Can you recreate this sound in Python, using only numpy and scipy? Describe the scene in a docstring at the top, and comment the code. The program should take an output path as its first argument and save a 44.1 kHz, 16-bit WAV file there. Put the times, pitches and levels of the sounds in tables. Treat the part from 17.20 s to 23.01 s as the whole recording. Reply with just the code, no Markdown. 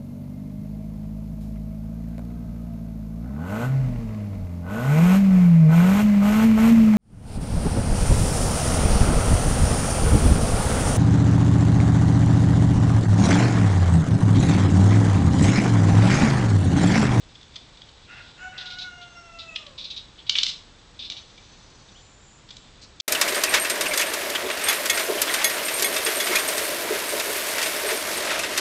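"""Small birds flutter around a wooden nest box in a leafy garden, and one darts close by.
Their wingbeats, sharp feather snaps and scratching claws are friction sounds: clusters of tiny slips
and hiss that excite the resonances of the box. Nestlings beg with a thin hiss and a bird whistles high.
Farther off a rooster crows once, a harmonic voice shaped by its throat. Wings, claws, whistles and crow
scatter into short echoes over a quiet outdoor background."""
import sys
import numpy as np
from scipy import signal
from scipy.fft import rfft, irfft, next_fast_len
from scipy.io import wavfile

SR = 44100
rng = np.random.default_rng(int(sys.argv[2]) if len(sys.argv) > 2 else 0)


def unload_wav(signal):
    """Save mono or channel-first audio to the path in sys.argv[1] as 16-bit WAV at rate SR, clipped to [-1, 1]."""
    wavfile.write(
        sys.argv[1],
        SR,
        np.round(np.clip(np.atleast_2d(signal).T, -1, 1) * 32767).astype(np.int16),
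    )


N = 256220
TIME = np.arange(N) / SR


def amp(db):
    """Decibels to amplitude ratio."""
    return 10 ** (np.asarray(db) / 20)


def unit(x):
    """Normalisation to rms 1."""
    return x / np.sqrt(np.mean(x ** 2) + 1e-20)


def read(points, hz):
    """Interpolation on a logarithmic frequency axis."""
    f, value = np.transpose(points)
    return np.interp(np.log(hz + 1), np.log(f + 1), value)


def add(mix, s, sound):
    """Superposition: a sound joins the mix at s seconds, or at zero if s is negative."""
    part = mix[max(round(s * SR), 0):][:len(sound)]
    part += sound[:len(part)]


def colour(x, points, shift=1):
    """Filtering by a spectral envelope, its frequencies multiplied by shift."""
    hz = np.fft.rfftfreq(len(x), 1 / SR)
    return irfft(rfft(x) * amp(read(points, hz / shift)), len(x))


def drift(size, hz):
    """Low-pass noise: smooth random motion up to about hz, with rms near 1."""
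    span = next_fast_len(max(size, SR), True)
    f = np.fft.rfftfreq(span, 1 / SR)
    return unit(irfft(rfft(rng.standard_normal(span)) * np.exp(-(f / hz) ** 2), span))[:size]


# Outdoor noise spectrum. Each row: frequency in Hz, relative level in dB.
AIR_SPECTRUM = [(15, -33.5), (25, 3.5), (132, -2.5), (181, -5), (274, -9), (729, -14), (886, -13),
                (1670, -16.5), (3570, -19.5), (5820, -22.5), (7070, -22.5), (7990, -30), (8600, -41),
                (11200, -66), (18900, -120)]
# Faint high tones. Each row: frequency in Hz, level in dB.
WHINE_TONES = [(7838, -77), (7897, -78), (8102, -81), (8161, -82)]

def background():
    """Broadband noise gives rumble and hiss; phase-modulated tones add a faint wavering whine."""
    air = unit(colour(rng.standard_normal(N), AIR_SPECTRUM)) * amp(-52 + 0.087 * drift(N, hz=8))
    whine = sum(amp(db) * np.sqrt(2) * np.sin(2 * np.pi * hz * TIME + 1.5 * drift(N, hz=20))
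                for hz, db in WHINE_TONES)
    return air + whine


# Spectrum of sliding feathers. Each row: frequency in Hz, relative level in dB.
FEATHER_SPECTRUM = [(600, -47), (1950, -23), (2450, -5.5), (2800, -6.5), (3300, 0), (3750, 3), (4250, -0.5),
                    (4650, -1.5), (5700, -10.5), (6700, -20.5), (8500, -43.5)]
# Envelope of the rustle. Each row: time in seconds, relative level in dB.
RUSTLE_ENVELOPE = [(0, -57), (.45, -53), (.8, -55.5), (1.1, -48), (1.2, -57), (2.1, -58.5), (3.25, -54.5),
                   (3.55, -56.5), (4.2, -54.5), (5.15, -65.5), (5.35, -52.5), (5.81, -59.5)]

def rustle():
    """Soft feather friction: random amplitude modulation makes noise grainy."""
    grains = rng.standard_normal(N) * amp(1.7 * drift(N, hz=300) + 1.3 * drift(N, hz=25))
    return unit(colour(grains, FEATHER_SPECTRUM)) * amp(np.interp(TIME, *np.transpose(RUSTLE_ENVELOPE)))


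# High notes. Each row: start and length in seconds, first and last pitch in Hz, peak level in dB.
WHISTLE_NOTES = [(-.1, 0.23, 5150, 5010, -69), (1.157, 0.15, 7040, 6940, -64),
                 (2.117, .36, 6900, 7200, -66.5), (4.746, .04, 2720, 3780, -52),
                 (4.701, 0.34, 7170, 7200, -63), (4.978, 0.23, 7200, 7080, -60),
                 (5.23, 0.27, 7320, 7340, -66.5)]

def whistles():
    """Frequency modulation: pure tones glide with a fast irregular quaver as they swell and fade."""
    out = np.zeros(N)
    for start, length, from_hz, to_hz, db in WHISTLE_NOTES:
        progress = np.linspace(0, 1, round(length * SR), endpoint=False)
        hz = (from_hz + (to_hz - from_hz) * progress) * (1 + 0.021 * drift(len(progress), hz=240))
        note = np.sqrt(2) * np.sin(2 * np.pi * np.cumsum(hz) / SR)
        add(out, start, amp(db) * note * np.sin(np.pi * progress) ** 0.71)
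    return out


def friction(rows, spectrum, ticks_per_s, hiss, crest, spread_db, ring_db, ring_width_hz, broaden=0):
    """Stick-slip friction: each stroke is a swell of ticks and hiss, ringing at its centre frequency."""
    out = np.zeros(N)
    margin, spectrum_centre_hz = 512, 3750
    for start, length, db, hz in rows:
        size = int(1.5 * length * SR)
        progress = np.arange(size) / (length * SR)
        travel = np.cumsum(rng.exponential(1, size) ** 2) * ticks_per_s / (2 * SR) + rng.random()
        slips = np.diff(np.floor(travel), prepend=0) > 0
        ticks = slips * amp(spread_db * rng.standard_normal(size)) * rng.choice([-1, 1], size)
        swell = np.interp(progress, [0, crest, .8, 1.05, 1.5], [.25, 1, .7, .2, 0])
        burst = np.pad(swell * (unit(ticks) + hiss * rng.standard_normal(size)), margin)
        focus = 1 - broaden * np.clip((db + 35.5) / 10, 0, 1)  # a hard, close stroke is broader in band
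        burst = colour(burst, [(f, focus * level) for f, level in spectrum], hz / spectrum_centre_hz)
        ring = signal.lfilter(*signal.iirpeak(hz, hz / ring_width_hz, SR), burst)
        burst = unit(burst) + amp(ring_db) * unit(ring)
        add(out, start - margin / SR, amp(db) * burst * np.sqrt(length * SR / np.sum(burst ** 2)))
    return out


# Claw strokes; those at .357 and 2.351 s swell into the snaps that follow. Each row: start and length in
# seconds, relative level in dB, centre in Hz.
CLAW_STROKES = [(.152, 0.011, -47, 3630), (.211, 0.0055, -48.5, 3850), (.229, 0.0053, -47, 3700),
                (.335, 0.021, -53, 3730), (.357, 0.012, -35.5, 3710), (.618, 0.0041, -40, 3320),
                (.687, 0.0093, -49, 3470), (2.351, 0.026, -41.5, 3370), (4.683, 0.017, -52.5, 3850),
                (5.287, .013, -47.5, 3700), (5.305, 0.0089, -39.5, 3820), (5.367, 0.0052, -39.5, 4250),
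                (5.612, 0.041, -47, 4580)]
# Spectrum of a scratch. Each row: frequency in Hz, relative level in dB.
CLAW_SPECTRUM = [(800, -28.5), (2300, -15.5), (2950, -16.5), (3400, -1.5), (4000, -7.5), (4800, -9),
                 (6400, -17), (8500, -37)]

def claws():
    """Claws stick and slip on wood, giving ticks and hiss in equal parts."""
    return friction(CLAW_STROKES, CLAW_SPECTRUM, ticks_per_s=1000, hiss=1.0, crest=0.26,
                    spread_db=2.5, ring_db=-15, ring_width_hz=450)


# Feather snaps. Each row: start and length in seconds, relative level in dB, centre in Hz.
SNAP_STROKES = [(.365, 0.0038, -49, 3600), (.572, 0.004, -46.5, 3400), (2.359, .008, -26, 3230),
                (2.465, 0.0067, -40, 3530), (3.095, 0.0049, -13, 3770), (3.154, 0.0056, -19, 3000),
                (3.185, .0057, -16, 3620), (3.232, 0.0052, -15, 3970), (3.265, .0041, -20, 3610),
                (3.9, 0.0028, -25, 3780), (3.921, 0.0033, -32, 3500), (3.968, 0.0046, -51, 4000),
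                (4.176, .014, -49.5, 3000), (5.8, 0.0081, -26.5, 4210)]
# Spectrum of a snap. Each row: frequency in Hz, relative level in dB.
SNAP_SPECTRUM = [(400, -45), (1200, -18.5), (1800, -16.5), (2300, -5), (2600, -10.5), (3000, 7), (3600, -4),
                 (4400, 4.5), (5200, -4), (6200, -6.5), (7500, -18.5), (8600, -31)]

def wing_snaps():
    """Impulsive excitation: feathers slip for a few milliseconds and drive a narrow resonance."""
    return friction(SNAP_STROKES, SNAP_SPECTRUM, ticks_per_s=1300, hiss=0.24, crest=0.18,
                    spread_db=1.5, ring_db=-6.5, ring_width_hz=69)


# The rooster's throat response from afar. Each row: frequency in Hz, gain in dB.
THROAT_SPECTRUM = [(400, -10), (520, 1.5), (640, -14.5), (730, -9.5), (1000, -2.5), (1250, -8.5),
                   (1470, -0.5), (1800, -7.5), (2200, -20), (2500, -11.5), (2850, -13), (3400, -23),
                   (4900, -34), (6200, -23.5), (7000, -36)]
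# Its narrow resonances. Each row: centre and half-width in Hz, peak boost in dB.
THROAT_RESONANCES = [(2607, 39, 22), (5500, 40, 15), (6230, 90, 3.5)]

def clear_voice(hz, phase, rough, upper_db):
    """Source and filter: ten harmonics slide through the resonances of the throat."""
    voice = np.zeros(len(hz))
    for k in range(1, 11):
        rings_db = sum(peak / (1 + ((k * hz - centre) / width) ** 2)
                       for centre, width, peak in THROAT_RESONANCES)
        fading_db = 1.8 * drift(len(hz), hz=18)  # each harmonic's level wavers at random by itself
        db = read(THROAT_SPECTRUM, k * hz) + rings_db + fading_db + upper_db * (k > 2)
        weight = (1 - rough) ** 2 if k == 1 else 1  # a hoarse voice loses its fundamental
        voice += weight * amp(db) * np.cos(k * phase)
    return voice


# Pitch contour of the crow. Each row: time in seconds, pitch in Hz.
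CROW_CONTOUR = [(.87, 698.5), (1.19, 725.3), (1.27, 743), (1.37, 727.3), (1.52, 718.3), (1.635, 741),
                (1.71, 713.2), (1.95, 695), (2.17, 672.7), (2.35, 639.7), (2.46, 581), (2.6, 482)]
# Spectrum of the rasp. Each row: frequency in Hz, relative level in dB.
RASP_SPECTRUM = [(400, -19), (750, -11), (1100, -10), (1430, -7), (1680, -1.5), (2050, -3), (2350, -11.5),
                 (2700, 4), (3200, -18.5), (4000, -21.5), (5200, -18), (7000, -42.5)]
# Syllables. Each row: start, length and rise in seconds, relative level in dB, initial hoarseness
# from 0 to 1, clearing time in seconds, lift of the upper harmonics in dB.
CROW_SYLLABLES = [(.868, 0.13, 0.043, -41.5, 0.53, .9, -4), (1.164, 0.11, 0.12, -35, 0.63, 0.068, -0.5),
                  (1.299, 0.31, 0.12, -42, 0.93, 0.13, 4.5), (1.598, 0.937, 0.039, -41.5, 0.11, .05, 3)]

def rooster():
    """Uneven vibration makes each syllable start hoarse; as pitch sags, the voice weakens and dulls."""
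    out = np.zeros(N)
    full_effort_hz, release_s, fade_db_per_s = 740, 0.032, 4
    weaker_db_per_octave, duller_db_per_octave = 18, 25.5
    for start, length, rise_s, db, hoarse, clear_s, bright_db in CROW_SYLLABLES:
        t = np.arange(0, length + 4 * release_s, 1 / SR)
        size = len(t)
        swell = np.minimum(t / rise_s, 1) * np.exp(-np.maximum(t - length, 0) / release_s)
        rough = np.clip(0.054 + hoarse * np.exp(-(t / clear_s) ** 2), 0, 1)
        hz = np.interp(start + t, *np.transpose(CROW_CONTOUR))
        sag = np.log2(full_effort_hz / hz)  # octaves
        falter = (0.00334 + 0.055 * np.maximum(sag, 0) ** 2) * drift(size, hz=38.8)
        hz = hz * (1 + falter + 0.038 * rough * drift(size, hz=150))
        phase = 2 * np.pi * np.cumsum(hz) / SR
        voice = clear_voice(hz, phase, rough, upper_db=bright_db - duller_db_per_octave * sag)
        rasp = unit(colour(rng.standard_normal(size) * (1 + np.cos(phase)), RASP_SPECTRUM))
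        tremble = amp(1.7 * drift(size, hz=45))
        call = np.sqrt(2) * voice * tremble * np.sqrt(1 - rough ** 2) + 1.35 * rough * rasp
        add(out, start, amp(db - fade_db_per_s * t - weaker_db_per_octave * sag) * swell * call)
    return out


def swishes(strokes):
    """Friction of feathers in a wing stroke: a hissy burst with a broad resonance."""
    return friction(strokes, FEATHER_SPECTRUM, ticks_per_s=700, hiss=0.9, crest=0.15,
                    spread_db=2.5, ring_db=-6, ring_width_hz=450, broaden=0.69)


# Runs of wingbeats. Each row: start in seconds, number of beats, period in seconds, relative levels
# of the first and last beat in dB, boost of the first upstroke in dB, centre in Hz.
WINGBEAT_RUNS = [(1.376, 2, .079, -37, -37.5, 8.5, 3780), (1.501, 1, 0.076, -39, -39.5, 8.5, 3850),
                 (1.584, 1, 0.066, -36, -36.5, 12, 3940), (1.812, 1, .06, -47, -48, -6, 3450),
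                 (2.186, 1, .06, -39, -40, 6, 3830), (2.578, 4, .0615, -36.5, -34.5, 7.5, 3835),
                 (2.98, 1, .06, -48, -48.5, -2, 3360), (3.79, 3, 0.056, -37.5, -39.5, 9.5, 3750),
                 (3.965, 1, .06, -39.5, -40.5, -10, 3830)]

def wingbeats():
    """Periodic excitation: each beat is a downstroke followed by a usually softer upstroke."""
    stroke_s, upstroke_delay_s, upstroke_db = 0.029, 0.028, -11.5
    strokes = []
    for start, beats, period, first_db, last_db, push_db, hz in WINGBEAT_RUNS:
        for k, db in enumerate(np.linspace(first_db, last_db, round(beats))):
            onset = start + k * period
            strokes.append((onset, stroke_s, db, hz))
            strokes.append((onset + upstroke_delay_s, stroke_s, db + upstroke_db + push_db * (k == 0), hz))
    return swishes(strokes)


# A close pass. Each row: time in seconds, relative level in dB, centre of the swish in Hz.
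DART_PATH = [(3.066, -42.5, 3550), (3.132, -40.5, 3630), (3.164, -27, 3530), (3.222, -33.5, 3850),
             (3.28, -29.5, 4140), (3.312, -39.5, 3900), (3.385, -57, 3900)]

def dart(stroke_s=0.0238):
    """Strokes without a pause fuse into a whirr, louder as the bird nears."""
    times, db, hz = np.transpose(DART_PATH)
    onsets = np.arange(times[0], times[-1], stroke_s)
    return swishes([(t, stroke_s, np.interp(t, times, db), np.interp(t, times, hz)) for t in onsets])


# Envelope of the begging. Each row: time in seconds, level in dB.
BEG_ENVELOPE = [(3.9, -49.5), (4.05, -58), (4.35, -57), (4.62, -58), (4.8, -59), (4.95, -76)]
# Spectrum of the begging. Each row: frequency in Hz, relative level in dB.
BEG_SPECTRUM = [(1200, -5.5), (2200, -13.5), (3200, -14), (4300, -1), (5200, -6.5), (5850, -5.5),
                (6100, 4.5), (6400, -15), (7000, -5.5), (7600, -31.5)]

def nestlings():
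    """Filtered, modulated noise: a wheezy begging hiss with a thin resonance on top."""
    wheeze = rng.standard_normal(N) * amp(1.6 * drift(N, hz=60))
    db = np.interp(TIME, *np.transpose(BEG_ENVELOPE), left=-120, right=-120)
    return unit(colour(wheeze, BEG_SPECTRUM)) * amp(db)


# Modes of the nest box. Each row: frequency and bandwidth in Hz, gain in dB.
BOX_MODES = [(2300, 120, -4), (3000, 590, -11), (3450, 190, -5.5), (3850, 47, -11), (4094, 37, -13.5)]

def nest_box(x, direct_db):
    """Cavity resonance: sound made at the box rings briefly in its hollow."""
    rings = sum(amp(db) * signal.lfilter(*signal.iirpeak(hz, hz / width, SR), x)
                for hz, width, db in BOX_MODES)
    return amp(direct_db) * x + rings


# Decay of the garden's echoes. Each row: frequency in Hz, reverberation time in seconds.
GARDEN_T60 = [(500, 1), (2000, 0.41), (4000, 0.33), (8000, 0.4)]

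def garden(x, gap_s, echoes_per_s=3000):
    """Scattering from leaves, trunks and walls gives a tail of echoes whose treble dies first."""
    taps = rng.choice([-1., 1.], SR) * (rng.random(SR) < echoes_per_s / SR)
    taps *= np.arange(SR) > gap_s * SR
    hz, t, spectra = signal.stft(taps, SR, nperseg=256)
    decay = amp(-60 * t / read(GARDEN_T60, hz)[:, None])
    tail = signal.istft(spectra * decay, SR, nperseg=256)[1]
    return signal.fftconvolve(x, tail / np.linalg.norm(tail))[:N]


def scene():
    """Direct and reverberant sound add: the near wings are fairly dry, the far voices carry more echo."""
    strokes = wingbeats() + dart() + wing_snaps() + claws()
    flutter = nest_box(amp(-0.5) * strokes + amp(-4) * rustle(), direct_db=-1.5)
    crow, notes = amp(-1.42) * rooster(), whistles()
    echoes = garden(amp(-5.5) * flutter, gap_s=0.0034)
    echoes += garden(amp(-3.5) * crow + amp(-0.5) * notes, gap_s=0.0056)
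    return (flutter + crow + notes + nestlings() + echoes + background())[None]


def record(dry):
    """Band limiting: a steep low-pass filter removes the highest treble."""
    cutoff_hz = 8740
    lowpass = signal.firwin(255, cutoff_hz, window=("kaiser", 9), fs=SR)
    return signal.oaconvolve(dry, lowpass[None], "same")


dry = scene()
out = record(dry)
unload_wav(out)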